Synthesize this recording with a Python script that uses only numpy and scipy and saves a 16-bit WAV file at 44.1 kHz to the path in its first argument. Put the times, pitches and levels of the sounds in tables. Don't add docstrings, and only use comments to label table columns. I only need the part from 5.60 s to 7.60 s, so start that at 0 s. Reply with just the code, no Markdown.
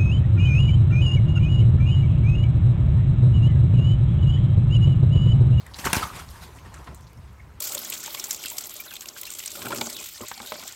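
import sys
import numpy as np
from scipy import signal
from scipy.fft import rfft, irfft
from scipy.io import wavfile
from scipy.ndimage import uniform_filter1d

SR = 44100
rng = np.random.default_rng(int(sys.argv[2]) if len(sys.argv) > 2 else 0)


def to_linear_factor(level_db):
    exponent = np.asarray(level_db, float) / 20
    return 10 ** exponent


def output_pcm(signal):
    pcm = np.clip(np.atleast_2d(signal).T, -1, 1) * 32767
    wavfile.write(sys.argv[1], SR, np.round(pcm).astype(np.int16))


N = 88200

# peak t/s, rise/s, fall T60/s, level/dB, brightness/(dB per octave)
STROKES = [(.165, 0.0087, 0.26, -44, 3), (.189, .006, 0.25, -36, 1.5), (.245, 0.0053, 0.11, -30.5, -0.5),
           (.261, .012, .11, -24.5, 2), (.272, .008, 0.095, -27, -1.5), (.305, 0.015, 0.2, -38, 2),
           (.353, .009, 0.12, -24, 2.5), (.368, .003, 0.15, -27, 1), (.434, .01, 0.095, -32, 2),
           (.475, .01, 0.093, -43, 4), (.56, .015, 0.34, -39, 1), (.597, 0.0081, 0.14, -40, 0.5),
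           (.705, .008, 0.2, -48.5, 5), (.835, 0.016, 0.13, -41.5, 1.5), (1.06, .015, 0.29, -49.5, -2),
           (1.175, .02, 0.33, -48.5, -1), (1.276, 0.0038, 0.21, -37.5, -4.5),
           (1.99, 0.016, 0.11, -52.5, -5)]
# f/Hz, level/(dB per Hz)
FEATHER_SPECTRUM = [(88, -56), (150, -4), (414, -8), (448, -9), (545, -9), (1040, -5.5), (2500, -13),
                    (12400, -22), (16000, -35)]
# t/s, level/dB
SNAPS = [
    (.3304, -7),
    (.3312, -5),
    (.3325, -6.5),
    (.3335, -9),
    (.3346, -8),
    (.3366, -13),
    (.3664, -12),
]
# f/Hz, width/Hz, level/dB
QUILL_MODES = [(1680, 560, -1.5), (3500, 900, 1), (5400, 800, 0), (8450, 1030, 5), (12500, 2500, 6)]
# start t/s, length/s, level/dB, f/Hz
WHISTLES = [(.243, .005, -29, 1900), (0.252, .009, -28, 1550), (.2685, .008, -20, 1200),
            (.2635, .005, -21, 1050), (.2645, .004, -27, 2000), (0.302, 0.0076, -30, 915),
            (.334, 0.006, -27, 1000), (.340, 0.016, -24.5, 2430), (.331, .006, -20, 1500),
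            (.350, 0.009, -21, 1600), (.4255, .013, -19, 1270), (.336, .009, -24.5, 660),
            (.498, 0.009, -37, 1240), (1.274, .012, -41, 1050), (.468, .012, -39, 1200),
            (.449, .013, -35, 880), (.450, 0.010, -33, 1250), (.431, .008, -37, 2200),
            (1.052, 0.0194, -51, 1830), (1.161, .025, -49.5, 1300), (1.795, .014, -50, 2150),
            (.186, 0.0083, -37.5, 1140), (.437, .009, -29, 1080), (.421, .006, -30, 850),
            (.508, .012, -43, 1230), (1.797, .012, -54, 1860), (.340, .006, -24, 1350)]
# t/s, level/dB, f/Hz
PUSHES = [(.246, -25, 112), (0.264, -16, 383), (0.281, -24.5, 59.4), (0.298, -37, 200), (.342, -33, 149),
          (.3675, -14, 200), (0.3645, -21, 85), (0.375, -24, 68), (0.438, -28.5, 111), (.192, -28, 149),
          (1.285, -34, 160), (1.297, -33, 120), (1.31, -41, 190), (.3683, -20, 390), (.003, -40, 290),
          (.196, -34, 230), (.41, -31, 170)]
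# t/s, level/dB, brightness/dB (gain of the bright spectrum, cut of the dull one)
RUSTLE = [(0, -56.5, -10.5), (.12, -54, -9.5), (.2, -44.5, 2.5), (.4, -32, -2), (.5, -42, -1),
          (.6, -44, -6), (.665, -52, -0.5), (.76, -46, -4), (.92, -51.5, -5.5), (1.2, -57.5, -13),
          (1.5, -59.5, -9.5), (2, -62, -8.5)]
# t/s, level/dB, f/Hz, width/Hz, rattle/s
TICKS = [(0.062, -40, 1850, 600, .008), (.0645, -36.5, 9200, 7000, .002), (0.137, -38, 3800, 2500, 0.0067),
         (0.1429, -27, 4470, 1540, 0.0027), (.688, -36.5, 4600, 2500, 0.0022),
         (0.986, -43.5, 2760, 1200, 0.0058), (1.1405, -37, 6800, 3500, 0.005),
         (1.242, -50, 6000, 6100, 0.01), (1.3465, -39, 8000, 1000, 0.0025),
         (1.3455, -40, 9000, 9000, 0.0025), (1.408, -49, 8500, 7000, 0.005),
         (1.3505, -44, 13500, 4000, 0.002), (1.468, -48, 4200, 3000, .006),
         (1.5315, -43, 12000, 8000, 0.0015), (1.728, -56, 11000, 8000, .004),
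         (0.002, -50.5, 4100, 1500, 0.021), (.1865, -34.5, 5700, 1900, 0.0075),
         (.1875, -50, 9420, 4000, .003), (1.42, -56, 6000, 2000, 0.025), (1.475, -55, 4600, 2000, 0.01),
         (1.2693, -40, 1900, 2500, .003), (.95, -51, 7700, 6600, 0.044), (.112, -52.5, 4800, 2500, 0.0082),
         (1.356, -51, 7200, 2500, .016)]
# t/s, level/dB, f/Hz, width/Hz, rattle/s
KNOCKS = [
    (1.273, -41, 1600, 1900, 0.01),
    (1.141, -42, 1500, 2000, 0.017),
    (0.886, -43, 400, 130, 0.014),
]
# f/Hz, level/(dB per Hz)
TRAFFIC_SPECTRUM = [(15, -76), (25, -44), (48, -2), (70, 0.5), (166, -13), (229, -25), (2110, -35),
                    (3520, -49.5), (16000, -54)]
# f/Hz, width/Hz, level/dB
DRONES = [(65, 19, 0.5), (102.8, 39, -5), (165.7, 70, -16), (41, 18, -9.5)]
# centre t/s, half length/s, level/dB
DRONE_LUMPS = [(.04, .03, -46), (.11, .03, -42), (.17, .02, -45), (.28, .03, -36), (.44, .03, -38),
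               (.55, .03, -40), (.625, .015, -40), (.70, .035, -39), (.77, .015, -45), (.825, .028, -41),
               (.92, .025, -41), (.98, .015, -46), (1.07, .04, -42), (1.155, .02, -40), (1.21, .02, -39),
               (1.30, .02, -40), (1.35, .025, -43), (1.40, .015, -42), (1.44, .02, -44), (1.51, .02, -47),
               (1.585, .016, -35.5), (1.65, .015, -40), (1.71, .04, -43), (1.83, .025, -42),
               (1.905, .02, -43), (1.96, .03, -46)]


def evened(x):
    return x / np.sqrt(np.mean(x ** 2) + 1e-20)


def smooth(x, size):
    return uniform_filter1d(uniform_filter1d(x, size=size), size=size)


def add(mix, s, sound):
    part = mix[max(round(s * SR), 0):][:len(sound)]
    part += sound[:len(part)]


def colour(x, points, tilt_db=0.):
    hz = np.fft.rfftfreq(len(x), 1 / SR) + 1
    f, db = np.transpose(points)
    shape_db = np.interp(np.log(hz), np.log(f), db)
    tilt = tilt_db * np.log2(np.clip(hz, 200, None) / 2000)
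    return evened(irfft(rfft(x) * to_linear_factor(shape_db + tilt), len(x)))


def resonate(x, hz, width_hz):
    turn = np.exp(2j * np.pi * np.cumsum(hz * np.ones(len(x))) / SR)
    r = np.exp(-np.pi * width_hz / SR)
    return 2 * (turn * signal.lfilter([1 - r], [1, -r], x / turn)).real


def resonate_twice(x, hz, width_hz):
    return resonate(resonate(x, hz, width_hz), hz, width_hz)


def grainy(count, crackle_db, flicker_db):
    clicks, crackle, flicker = rng.standard_normal((count, 3)).T
    return clicks * to_linear_factor(crackle_db * crackle + flicker_db * evened(smooth(flicker, 90)))


def patchy(x, depth_db, size):
    z = signal.stft(x, nperseg=256, noverlap=192)[2]
    field = rng.standard_normal(z.shape[::-1]).T
    field = uniform_filter1d(field, size=4, axis=0)
    field = evened(smooth(field, size))
    return evened(signal.istft(z * to_linear_factor(depth_db * field), nperseg=256, noverlap=192)[1][:len(x)])


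def stroke(peak, rise, t60, db, tilt_db):
    t = np.arange(8192) / SR - 2 * rise
    shape = np.where(t < 0, np.exp(-(t / rise) ** 2), to_linear_factor(-60 * np.maximum(t, 0) / t60))
    noise = patchy(grainy(8192, 2.4, 1.6), 4.35, size=4)
    return peak - 2 * rise, to_linear_factor(db) * shape * colour(noise, FEATHER_SPECTRUM, tilt_db)


def clap():
    out, t = np.zeros(N), np.arange(400) / SR
    for s, db in SNAPS:
        ring = 0
        for hz, width_hz, mode_db in QUILL_MODES:
            phase, detune = rng.uniform(0, 1, 2)
            tone = np.sin(2 * np.pi * (hz * (0.98 + 0.22 * detune) * t + phase))
            ring = ring + to_linear_factor(mode_db) * np.exp(-np.pi * width_hz * t) * tone
        ring = ring * (1 - np.exp(-t / .00015))
        add(out, s, to_linear_factor(db) * ring / abs(ring).max())
    add(out, *stroke(peak=.3312, rise=.0006, t60=0.056, db=-15.5, tilt_db=-0.5))
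    return out


def whistle(start, length, db, hz):
    sag, fuzz = .06, .45
    noise = rng.standard_normal(4096)
    u = np.linspace(0, 1, round(length * SR))
    pitch = hz * (1 + sag * (.5 - u))
    tone = np.sin(2 * np.pi * np.cumsum(pitch) / SR)
    tone = tone + fuzz * evened(resonate_twice(noise, hz, 450))[-len(u):]
    return start, to_linear_factor(db) * np.sin(np.pi * u ** 1.04) ** .7 * tone


def push(s, db, hz):
    cycles = 1.16
    u = np.arange(round(cycles / hz * SR)) * hz / SR
    swing = np.sin(2 * np.pi * u) * np.exp(-.6 * u)
    return s, to_linear_factor(db) * np.sin(np.pi * u / cycles) * swing


def stir():
    t, noise = np.arange(N) / SR, patchy(grainy(N, 1.2, 0.83), 2.7, size=12)
    s, db, tilt = np.transpose(RUSTLE)
    db, tilt = np.interp(t, s, db), np.interp(t, s, tilt)
    dull = colour(noise, FEATHER_SPECTRUM, -1.25)
    bright = colour(noise, FEATHER_SPECTRUM, 3.2)
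    rustle = (to_linear_factor(-tilt) * dull + to_linear_factor(tilt) * bright) / 2
    hollow = evened(resonate_twice(rng.standard_normal(N), hz=979, width_hz=255))
    return to_linear_factor(db - 2.0) * (rustle + to_linear_factor(-7 - tilt / 2) * hollow)


def tick(s, db, hz, width_hz, rattle):
    t, clicks = np.arange(2048) / SR, grainy(2048, 4.5, 2.5)
    shape = np.minimum(t / 0.00054, 1) * np.exp(-t / rattle)
    ring = resonate_twice(shape * clicks, hz, width_hz)
    return s, to_linear_factor(db - 3) * ring * np.linalg.norm(shape) / np.linalg.norm(ring)


def patio(x):
    t60 = 0.23
    at = np.arange(150, SR // 2, 20)
    taps = np.zeros(SR // 2 + 20)
    sign = rng.choice([-1., 1.], len(at))
    taps[at + rng.integers(0, 20, len(at))] = sign * to_linear_factor(-60 * at / SR / t60)
    taps = signal.lfilter([1], [1, -.4], taps)
    return signal.fftconvolve(x, taps / np.linalg.norm(taps))[:N]


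def yard():
    wash_db, lull_db = -44.5, -58
    drones = 0
    for hz, width_hz, db in DRONES:
        drones = drones + to_linear_factor(db) * evened(resonate_twice(rng.standard_normal(N), hz, width_hz))
    drones = drones / np.sqrt(smooth(drones ** 2, 900) + .1)
    s, half, db = np.transpose(DRONE_LUMPS)[..., None]
    bumps = to_linear_factor(db) ** 2 * np.exp(-((np.arange(N) / SR - s) / half) ** 2)
    lumps = np.sqrt(to_linear_factor(lull_db) ** 2 + bumps.sum(0))
    noise = patchy(grainy(N, 0, 0.31), 0.84, size=20)
    wash = to_linear_factor(wash_db) * colour(noise, TRAFFIC_SPECTRUM)
    wash = signal.lfilter(*signal.butter(2, 130, "high", fs=SR), wash)
    return wash + lumps * drones


def scene():
    bird, air = clap(), np.zeros(N)
    for make, rows in ((stroke, STROKES), (whistle, WHISTLES), (tick, TICKS), (tick, KNOCKS)):
        for row in rows:
            add(bird, *make(*row))
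    for row in PUSHES:
        add(air, *push(*row))
    echo = to_linear_factor(-13) * patio(bird)
    return (bird + echo + air + stir() + yard())[None]


def low_pass(x):
    return signal.sosfilt(signal.butter(12, 16430, fs=SR, output="sos"), x)


def record(dry):
    cut = signal.lfilter(*signal.butter(2, 42, "high", fs=SR), dry)
    cut = cut - 0.65 * resonate(cut[0], hz=10350, width_hz=650)
    band_limit = signal.firwin(767, 15900, window=("kaiser", 9), fs=SR)
    mix = signal.oaconvolve(cut, band_limit[None], "same")
    return low_pass(mix)


dry = scene()
out = record(dry)
output_pcm(out)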